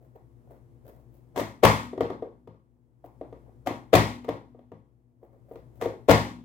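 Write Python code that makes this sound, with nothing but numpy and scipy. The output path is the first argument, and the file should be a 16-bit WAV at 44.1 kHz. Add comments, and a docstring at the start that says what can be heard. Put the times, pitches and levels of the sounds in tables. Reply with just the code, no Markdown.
"""Chopping vegetables in a kitchen

Pieces are laid on the blade grid of a plastic lever chopper. Three times the lid is lowered and
slapped shut: palm, crunch, and the clack of the lid on its frame. The lid rattles as it is lifted.
The counter booms, something hollow on it rings on, the room reverberates and an appliance hums."""
import sys
import numpy as np
from scipy import signal
from scipy.fft import rfft, irfft
from scipy.io import wavfile
from scipy.ndimage import uniform_filter1d

SR = 44100
rng = np.random.default_rng(int(sys.argv[2]) if len(sys.argv) > 2 else 0)


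def wav_record(signal):
    """Record a signal, one row per channel, as 16-bit PCM in the file named by sys.argv[1]."""
    frames = np.transpose(np.atleast_2d(signal))
    bounded = np.clip(frames, -1, 1)
    # unit amplitude maps onto the largest positive 16-bit level
    quanta = np.round(bounded * 32767).astype(np.int16)
    wavfile.write(sys.argv[1], SR, quanta)


N = 284004
TIME = np.arange(N) / SR
AGE = TIME[:SR * 3 // 5]  # seconds since a hit


def from_db(db):
    """Turn decibels into a gain to multiply by."""
    return 10 ** (np.asarray(db) / 20)


def unit_power(x):
    """Scale a signal to an average power of 1."""
    return x / np.sqrt(np.mean(x ** 2) + 1e-20)


def at_hz(table, hz, column=1):
    """Look up a frequency in a table, blending between its rows."""
    table = np.array(table)
    return np.interp(np.log(np.maximum(hz, 1)), np.log(table[:, 0]), table[:, column])


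def add(out, time, sound):
    """Mix a sound in, starting at a time in seconds."""
    start = round(time * SR)
    out[:, start:start + sound.shape[-1]] += sound[..., :N - start]


def panned(db):
    """Two gains that make the left side db louder than the right."""
    return from_db(np.array([[db], [-db]]) / 2)


def stereo(mid, side, likeness):
    """Blend two unrelated signals into left and right (likeness 1 = same, -1 = opposite)."""
    likeness = np.clip(likeness, -1, 1)
    shared, apart = np.sqrt(1 + likeness) * mid, np.sqrt(1 - likeness) * side
    return np.array([shared + apart, shared - apart]) / np.sqrt(2)


def flicker(rate):
    """A random wobble of size about 1 that changes rate times a second."""
    return np.interp(TIME * rate, np.arange(20000), rng.standard_normal(20000))


def fade(ring_time, t=AGE):
    """Die away by 60 dB over the ring time."""
    return np.exp(-np.log(1000) * t / ring_time)


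def tone(hz, ring_time, t=AGE):
    """One fading tone of a struck object."""
    return np.sin(2 * np.pi * hz * t) * fade(ring_time, t)


def rise(seconds):
    """A soft start, about two thirds of the way up after the given time."""
    return 1 - np.exp(-AGE / seconds)


def swell(time, width):
    """A short bell-shaped swell around a time."""
    out, near = np.zeros(N), np.abs(TIME - time) < 10 * width
    out[near] = np.exp(-.5 * ((TIME[near] - time) / width) ** 2)
    return out


# how alike a noise is on the left and right: (frequency [Hz], likeness [-1 to 1])
LIKENESS = [(60, 0.52), (600, .85), (1000, 0.12), (1450, -0.52), (2000, -0.084), (2800, 0.36),
            (5000, 0.039), (16000, 0.33)]

def noise(colour):
    """Steady stereo noise of power 1, shaped by a table of frequencies and levels."""
    hz = np.fft.rfftfreq(N, 1 / SR)
    mid, side = rfft(rng.standard_normal((2, N))) * from_db(at_hz(colour, hz))
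    return unit_power(irfft(stereo(mid, side, at_hz(LIKENESS, hz)), N))


# the appliance's tones: (pitch [Hz], level [dB])
HUM_TONES = [(59.3, -64), (116.2, -64.5), (124.3, -63), (242, -74), (344.5, -73), (479, -79)]
# the room's low rush: (frequency [Hz], relative level [dB])
AIR_COLOUR = [(30, -19.5), (60, -5), (85, -11.5), (125, -2.5), (180, -15.5), (260, -11), (520, -23.5),
              (900, -28), (1700, -38), (4000, -44.5), (8000, -43.5), (16000, -45.5)]
# the recorder's noise suppressor, with dips at set times after the loud sounds: (time [s], gain [dB])
SUPPRESSOR_GAIN = [(0, -2), (.5, 0.5), (1.3, 0.5), (2.2, -2), (2.65, -9), (2.95, -8), (3.2, 1), (3.6, 1),
                   (4.4, -3), (4.85, -7.5), (5.15, -9.5), (5.4, -2), (5.8, 3.5), (6.44, -1.5)]

def background(air_db=-58.5, waver_db=0.5):
    """A steady appliance hum and room rush, briefly turned down by the recorder's noise suppressor."""
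    hum = 0
    for hz, db in HUM_TONES:
        strength = np.sqrt(2) * from_db(db + waver_db * flicker(12))
        hum += strength * np.sin(2 * np.pi * hz * TIME + .5 * flicker(3.1))
    suppressor = from_db(np.interp(TIME, *np.transpose(SUPPRESSOR_GAIN)))
    return suppressor * (hum * panned(15.0) + from_db(air_db) * noise(AIR_COLOUR) * panned(1.4))


# nearby walls and ceiling: (delay [s], level [dB], left over right [dB])
WALL_ECHOES = [(.0029, -18, -2.5), (0.0108, -14, 3), (0.0342, -18.5, 1.5), (.047, -19.5, 2)]

def echoes(dry):
    """The sound bounces once off each of the nearest surfaces."""
    mono = dry.mean(axis=0)
    return sum(from_db(db) * np.interp(TIME - delay, TIME, mono, left=0) * panned(pan_db)
               for delay, db, pan_db in WALL_ECHOES)


# the kitchen's reverb:
# (frequency [Hz], relative level [dB], ring time [s], likeness [-1 to 1], left over right [dB])
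KITCHEN_REVERB = [(205, -2, 0.65, 0.86, 3.5), (510, -9.5, 0.31, 0.7, 2.5), (1003, -2, 0.42, 0.71, 3),
                  (1350, -0.5, .39, -1.8, -0.5), (2000, 1, .42, 0.46, 3), (2760, -2, 0.45, 0.75, 6),
                  (3480, -2, 0.49, -0.03, 9.5), (5070, 1, 0.44, -0.63, 10.5),
                  (7985, -0.5, 0.49, 0.079, 2.5), (15000, -1.5, 0.4, -0.32, -1)]

def reverb(dry, gap_s=0.011, level_db=-2.0):
    """The room stores each frequency band's energy and lets it leak away as a wash of echoes."""
    edges, out = np.geomspace(170, 17000, 21), 0
    white = rng.standard_normal((2, 2, N))  # neighbouring bands get unrelated noise
    source = np.interp(TIME - gap_s, TIME, dry[0], left=0) + 1e-12 * white[0, 0]
    for k, (low, high) in enumerate(zip(edges, edges[1:])):
        centre_hz = np.sqrt(low * high)
        db, ring_time, likeness, pan_db = (at_hz(KITCHEN_REVERB, centre_hz, c) for c in range(1, 5))
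        band = signal.butter(2, [low, high], "band", fs=SR, output="sos")
        kept = fade(ring_time, 2 / SR)  # energy left after one sample
        stored = signal.lfilter([1 - kept], [1, -kept], signal.sosfilt(band, source) ** 2)
        wash = unit_power(stereo(*signal.sosfilt(band, white[k % 2]), likeness))
        out += from_db(db + level_db) * np.sqrt(stored) * wash * panned(pan_db)
    return out


def rim_coloured(wet, lift_db=5.5, width_hz=35, level_db=-1.5):
    """The reverb is strongest at the pitches that the lid's rim feeds into the room."""
    peaks = sum(signal.lfilter(*signal.iirpeak(hz, hz / width_hz, fs=SR), wet) for hz, _, _ in RIM_TONES)
    return from_db(level_db) * (wet + (from_db(lift_db) - 1) * peaks)


def vessel(level_db=-35.5, low_hz=243.2, split_hz=2.1, ring_time=2.0):
    """Each slap shakes a hollow vessel; its two close tones drift into step, so the ring swells."""
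    out = np.zeros((2, N))
    ring = tone(low_hz, ring_time, TIME) - tone(low_hz + split_hz, ring_time, TIME)
    for time, db, travel in SLAPS:
        add(out, time + travel, from_db(db + level_db) * ring)
    return out * panned(3.0)


# the counter, things on it and the room's low notes: (pitch [Hz], level [dB], ring time [s])
COUNTER_TONES = [(66, -9.5, 0.49), (91, -10, 0.38), (108.2, 1.5, .38), (127, -9, 0.38), (159.2, -1, 0.33),
                 (213.6, -4.5, 0.39), (283.4, -14, 0.67), (520, -10, 0.38), (937, -14.5, 0.15),
                 (1101.6, -17.5, .3)]

def counter(swell_s=0.0044, level_db=-1.5):
    """Blows pass through the chopper's base; the heavy counter takes a moment to start booming."""
    thumps = [(time + .75 * travel, db - 9.5) for time, db, travel in SLAPS]  # late in the lid's fall
    thumps += [(time, db - 8.5 + .7 * hardness) for time, db, _, hardness in LIGHT_KNOCKS]
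    thumps += [(time, db - 10) for time, db in HINGE_BUMPS]
    boom = rise(swell_s) * sum(from_db(db) * tone(hz, ring_time) for hz, db, ring_time in COUNTER_TONES)
    out = np.zeros((2, N))
    for time, db in thumps:
        add(out, time, from_db(db + level_db) * boom)
    return out * panned(6.6)


# pieces shifting on the grid: (middle time [s], width [s], level [dB], hiss against that level [dB])
SCUFFS = [(0.044, 0.02, -60, -9), (.168, .0085, -45.5, -20), (0.526, 0.036, -56, -13.5),
          (0.887, 0.02, -51.5, -8.5), (0.957, 0.052, -65, -7), (1.16, 0.03, -71.5, 4),
          (3.056, 0.01, -50, -11), (3.467, 0.023, -59, -28), (4.358, .007, -50.5, -25.5),
          (5.242, 0.015, -55, -13.5), (5.344, 0.016, -59.5, -16.5), (5.54, 0.035, -54.5, -9),
          (5.767, 0.016, -63.5, -3.5)]
# the vegetable's dull pulp and its bright hiss: (frequency [Hz], relative level [dB])
PULP_COLOUR = [(120, -14.5), (350, -5), (520, 5), (750, -5), (1100, -17.5), (1600, -22), (3000, -38.5),
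               (8000, -51)]
HISS_COLOUR = [(1000, -12), (2700, -3), (5000, -7), (9000, -7), (13000, 3), (16000, 7)]

def scuffs(grain_db=5.0):
    """Vegetable pieces rub over the blades in short uneven strokes."""
    pulp, hiss = np.zeros((2, N))
    for time, width, db, hiss_db in SCUFFS:
        stroke = from_db(db) * swell(time, width)
        pulp += stroke
        hiss += from_db(hiss_db) * stroke
    grains = from_db(grain_db * flicker(300))
    return grains * (pulp * noise(PULP_COLOUR) + hiss * noise(HISS_COLOUR)) * panned(3.7)


# the plastic shell: (pitch [Hz], level [dB], ring time [s])
SHELL_TONES = [(294.6, -10.5, 0.09), (351.5, -19.5, 0.18), (462, -18, 0.21), (530.2, -19.5, 0.22),
               (618, -9, 0.061), (737, -10.5, 0.033)]

def knock(flex_hz, flex_db=4.0, shell_db=-4.5, contact_s=.0022, scatter_db=1.0, samples=14000):
    """The lid flexes at a pitch set by the grip; every hit rings the shell's tones in a new mix."""
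    t = AGE[:samples]
    flex = tone(flex_hz, ring_time=.022, t=t)
    shell = sum((-1) ** k * from_db(db + scatter_db * rng.standard_normal()) * tone(hz, ring_time, t)
                for k, (hz, db, ring_time) in enumerate(SHELL_TONES))
    return (from_db(flex_db) * flex + from_db(shell_db) * shell) * rise(contact_s)[:samples]


# the lid's stiff rim and ribs: (pitch [Hz], level [dB], ring time [s])
RIM_TONES = [(940, -0.5, 0.057), (1107, -3.5, 0.045), (1192, -3, 0.084), (1916, -14, 0.089),
             (2130, -15.5, 0.051), (3460, -17.5, 0.027)]

def clack(detune=0.0098, scatter_db=2.5, samples=6000):
    """The hand presses on the rim differently at every hit, shifting its tones a little."""
    out = 0
    for k, (hz, db, ring_time) in enumerate(RIM_TONES):
        gain = from_db(db + scatter_db * rng.standard_normal())
        pitch = hz * (1 + detune * rng.standard_normal())
        out += (-1) ** k * gain * tone(pitch, ring_time, AGE[:samples])
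    return out


# loading, lowering and lifting; hardness 0 is bare plastic, -40 is cushioned:
# (time [s], level [dB], pitch [Hz], hardness [dB])
LIGHT_KNOCKS = [(1.36, -24.5, 703, -9.5), (1.375, -17.5, 394, -16.5), (1.395, -21.5, 584, -9.5),
                (1.413, -21.5, 340, -23.5), (1.931, -24.5, 406, -26), (1.978, -20.5, 377, -25.5),
                (2.007, -10.5, 475, -20.5), (2.029, -22, 318, -31), (2.052, -26, 467, -30),
                (2.102, -19.5, 388, -23), (2.224, -20.5, 480, -31.5), (2.544, -50, 453.3, -16),
                (3.042, -34, 695, -28.5), (3.212, -24, 522, -31), (3.326, -32, 478, -21),
                (3.662, -39.5, 618, -6), (3.671, -14.5, 727, -20.5), (3.709, -24, 329, -26.5),
                (4.245, -35.5, 460, -8.5), (4.282, -22.5, 420, -20), (4.289, -13, 520, -22),
                (4.547, -41, 477, -28), (4.591, -41, 530, -20.5), (5.229, -40, 480, -30),
                (5.512, -31, 463.5, -35), (5.557, -34, 452, -16.5), (5.813, -23, 720, -13),
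                (5.822, -18, 460, -21.5), (5.858, -13.5, 474, -31.5), (5.938, -30, 480, -40)]
# the raised lid bumps its hinge stop: (time [s], level [dB])
HINGE_BUMPS = [(2.474, -35.5), (4.718, -35)]

def light_hits(hinge_hz=441.6, hinge_hardness_db=-18.5, chatter_s=0.0068):
    """Handling knocks the plastic; the harder the knock, the more it clacks and cracks."""
    bumps = [(time, db, hinge_hz, hinge_hardness_db) for time, db in HINGE_BUMPS]
    for time, db, hz, hardness in list(LIGHT_KNOCKS) + bumps:
        clack_db = db - 4 + 0.57 * hardness
        treble_db = db - 10.5 + 1.3 * hardness
        yield time, db, hz, clack_db, db + hardness, treble_db, chatter_s


# the palm slams the lid shut: (time [s], level [dB], travel time to the frame [s])
SLAPS = [(1.633, -5.5, .017), (3.931, -5, 0.021), (6.0856, -5, .023)]
# the four hits in a slap, with levels against the slap's own:
# (share of travel time, knock [dB], pitch [Hz], clack [dB], crack [dB], treble [dB], chatter time [s])
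SLAP_STAGES = [(0, 0.5, 512, -20.5, -18, -33.5, .0026), (.3, -3, 570, -27.5, -24, -44, .0026),
               (.95, -4, 540, -15, -11, -20.5, 0.0075), (1.2, -9.5, 420, -20.5, -14, -25.5, .004)]

def slap_hits():
    """The palm lands, then the lid meets the vegetable, hits its frame and bounces."""
    for time, db, travel in SLAPS:
        for share, knock_db, hz, clack_db, crack_db, treble_db, chatter_s in SLAP_STAGES:
            start = time + share * travel
            yield start, db + knock_db, hz, db + clack_db, db + crack_db, db + treble_db, chatter_s


# the lowered lid squeezes the vegetable before each slap: (middle time [s], width [s], level [dB])
PRESSES = [(1.394, 0.017, -31.5), (3.677, 0.0079, -34.5), (5.834, 0.016, -38.5)]

def blade_bites(press_db=(-1, -12.5, -15), cut_db=(-11.5, -13.5, -27), cut_width_s=.0054):
    """Blades nick at each press and cut halfway through each slap: pulp, crack and treble over time."""
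    bites = [(time, width, np.add(db, press_db)) for time, width, db in PRESSES]
    bites += [(time + travel / 2, cut_width_s, np.add(db, cut_db)) for time, db, travel in SLAPS]
    return sum(np.outer(from_db(levels), swell(time, width)) for time, width, levels in bites)


# the crunch's sharp crack and fine treble: (frequency [Hz], relative level [dB])
CRACK_COLOUR = [(150, -16), (400, 9), (1100, 6), (1550, -6), (2000, -3.5), (2800, -6), (3400, -5.5),
                (4500, -15), (6500, -26.5), (12000, -45)]
TREBLE_COLOUR = [(1500, -17), (4200, 0), (6000, 4), (8200, 0.5), (9600, -5.5), (12000, 0.5), (16000, -1)]

def chopper(knock_gain_db=3.5, clack_gain_db=-3.0, treble_gain_db=1.5, grain_db=3.5, attack_s=0.00029):
    """Each hit knocks the shell, clacks the rim and makes the plastic chatter; the blades crunch."""
    shell, rim, crack, treble = np.zeros((4, 2, N))
    for time, knock_db, hz, clack_db, crack_db, treble_db, chatter_s in [*slap_hits(), *light_hits()]:
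        add(shell, time, from_db(knock_db + knock_gain_db) * knock(hz))
        clacks = np.array([clack(), clack()])  # each side faces another part of the rim
        add(rim, time, from_db(clack_db + clack_gain_db) * clacks)
        chatter = rise(attack_s) * np.exp(-AGE / chatter_s)
        add(crack, time, from_db(crack_db) * chatter)
        add(treble, time, from_db(treble_db + treble_gain_db) * chatter)
    pulp, blade_crack, blade_treble = blade_bites()
    grains = from_db(grain_db * flicker(1500))  # tiny fractures of uneven size
    crunch = pulp * noise(PULP_COLOUR) * panned(11.0)
    crunch += (crack + blade_crack) * noise(CRACK_COLOUR) * panned(8.4)
    crunch += (treble + blade_treble) * noise(TREBLE_COLOUR) * panned(0.53)
    return shell * panned(3.5) + rim * panned(1.5) + grains * crunch


def scene():
    """The chopper on its counter in the kitchen."""
    dry = chopper() + scuffs()
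    return background() + echoes(dry) + rim_coloured(reverb(dry)) + vessel() + counter() + dry


def hiss_reducer(x, split_hz=1400, threshold_db=-57.0, depth_db=7.5):
    """The highs are turned down whenever they are faint, which shortens the quiet tails."""
    highs = signal.sosfiltfilt(signal.butter(2, split_hz, "high", fs=SR, output="sos"), x)
    power = np.abs(uniform_filter1d(np.mean(highs ** 2, axis=0), size=500))
    faintness = 1 / (1 + power / from_db(threshold_db) ** 2)
    return x + highs * (from_db(-depth_db * faintness) - 1)


# colour of a microphone close to the counter: (frequency [Hz], width [Hz], boost [dB])
MICROPHONE_COLOUR = [(1160, 290, -0.5), (1390, 1000, 0), (1890, 790, 3), (2840, 340, -1), (3200, 390, 1)]

def record(dry, low_cut_hz=50, high_cut_hz=15950):
    """The microphone colours the sound and loses faint hiss and the very top. Nothing sounds below about 50 Hz."""
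    heard = signal.sosfilt(signal.butter(2, low_cut_hz, "high", fs=SR, output="sos"), dry)
    for hz, width_hz, db in MICROPHONE_COLOUR:
        band = signal.lfilter(*signal.iirpeak(hz, hz / width_hz, fs=SR), heard)
        heard += (from_db(db) - 1) * band
    heard = hiss_reducer(heard)
    rounded = .91 * heard / (1 + heard ** 6) ** (1 / 6)  # softens the loudest peaks
    return signal.sosfilt(signal.ellip(10, .1, 80, high_cut_hz, fs=SR, output="sos"), rounded)


dry = scene()
out = record(dry)
wav_record(out)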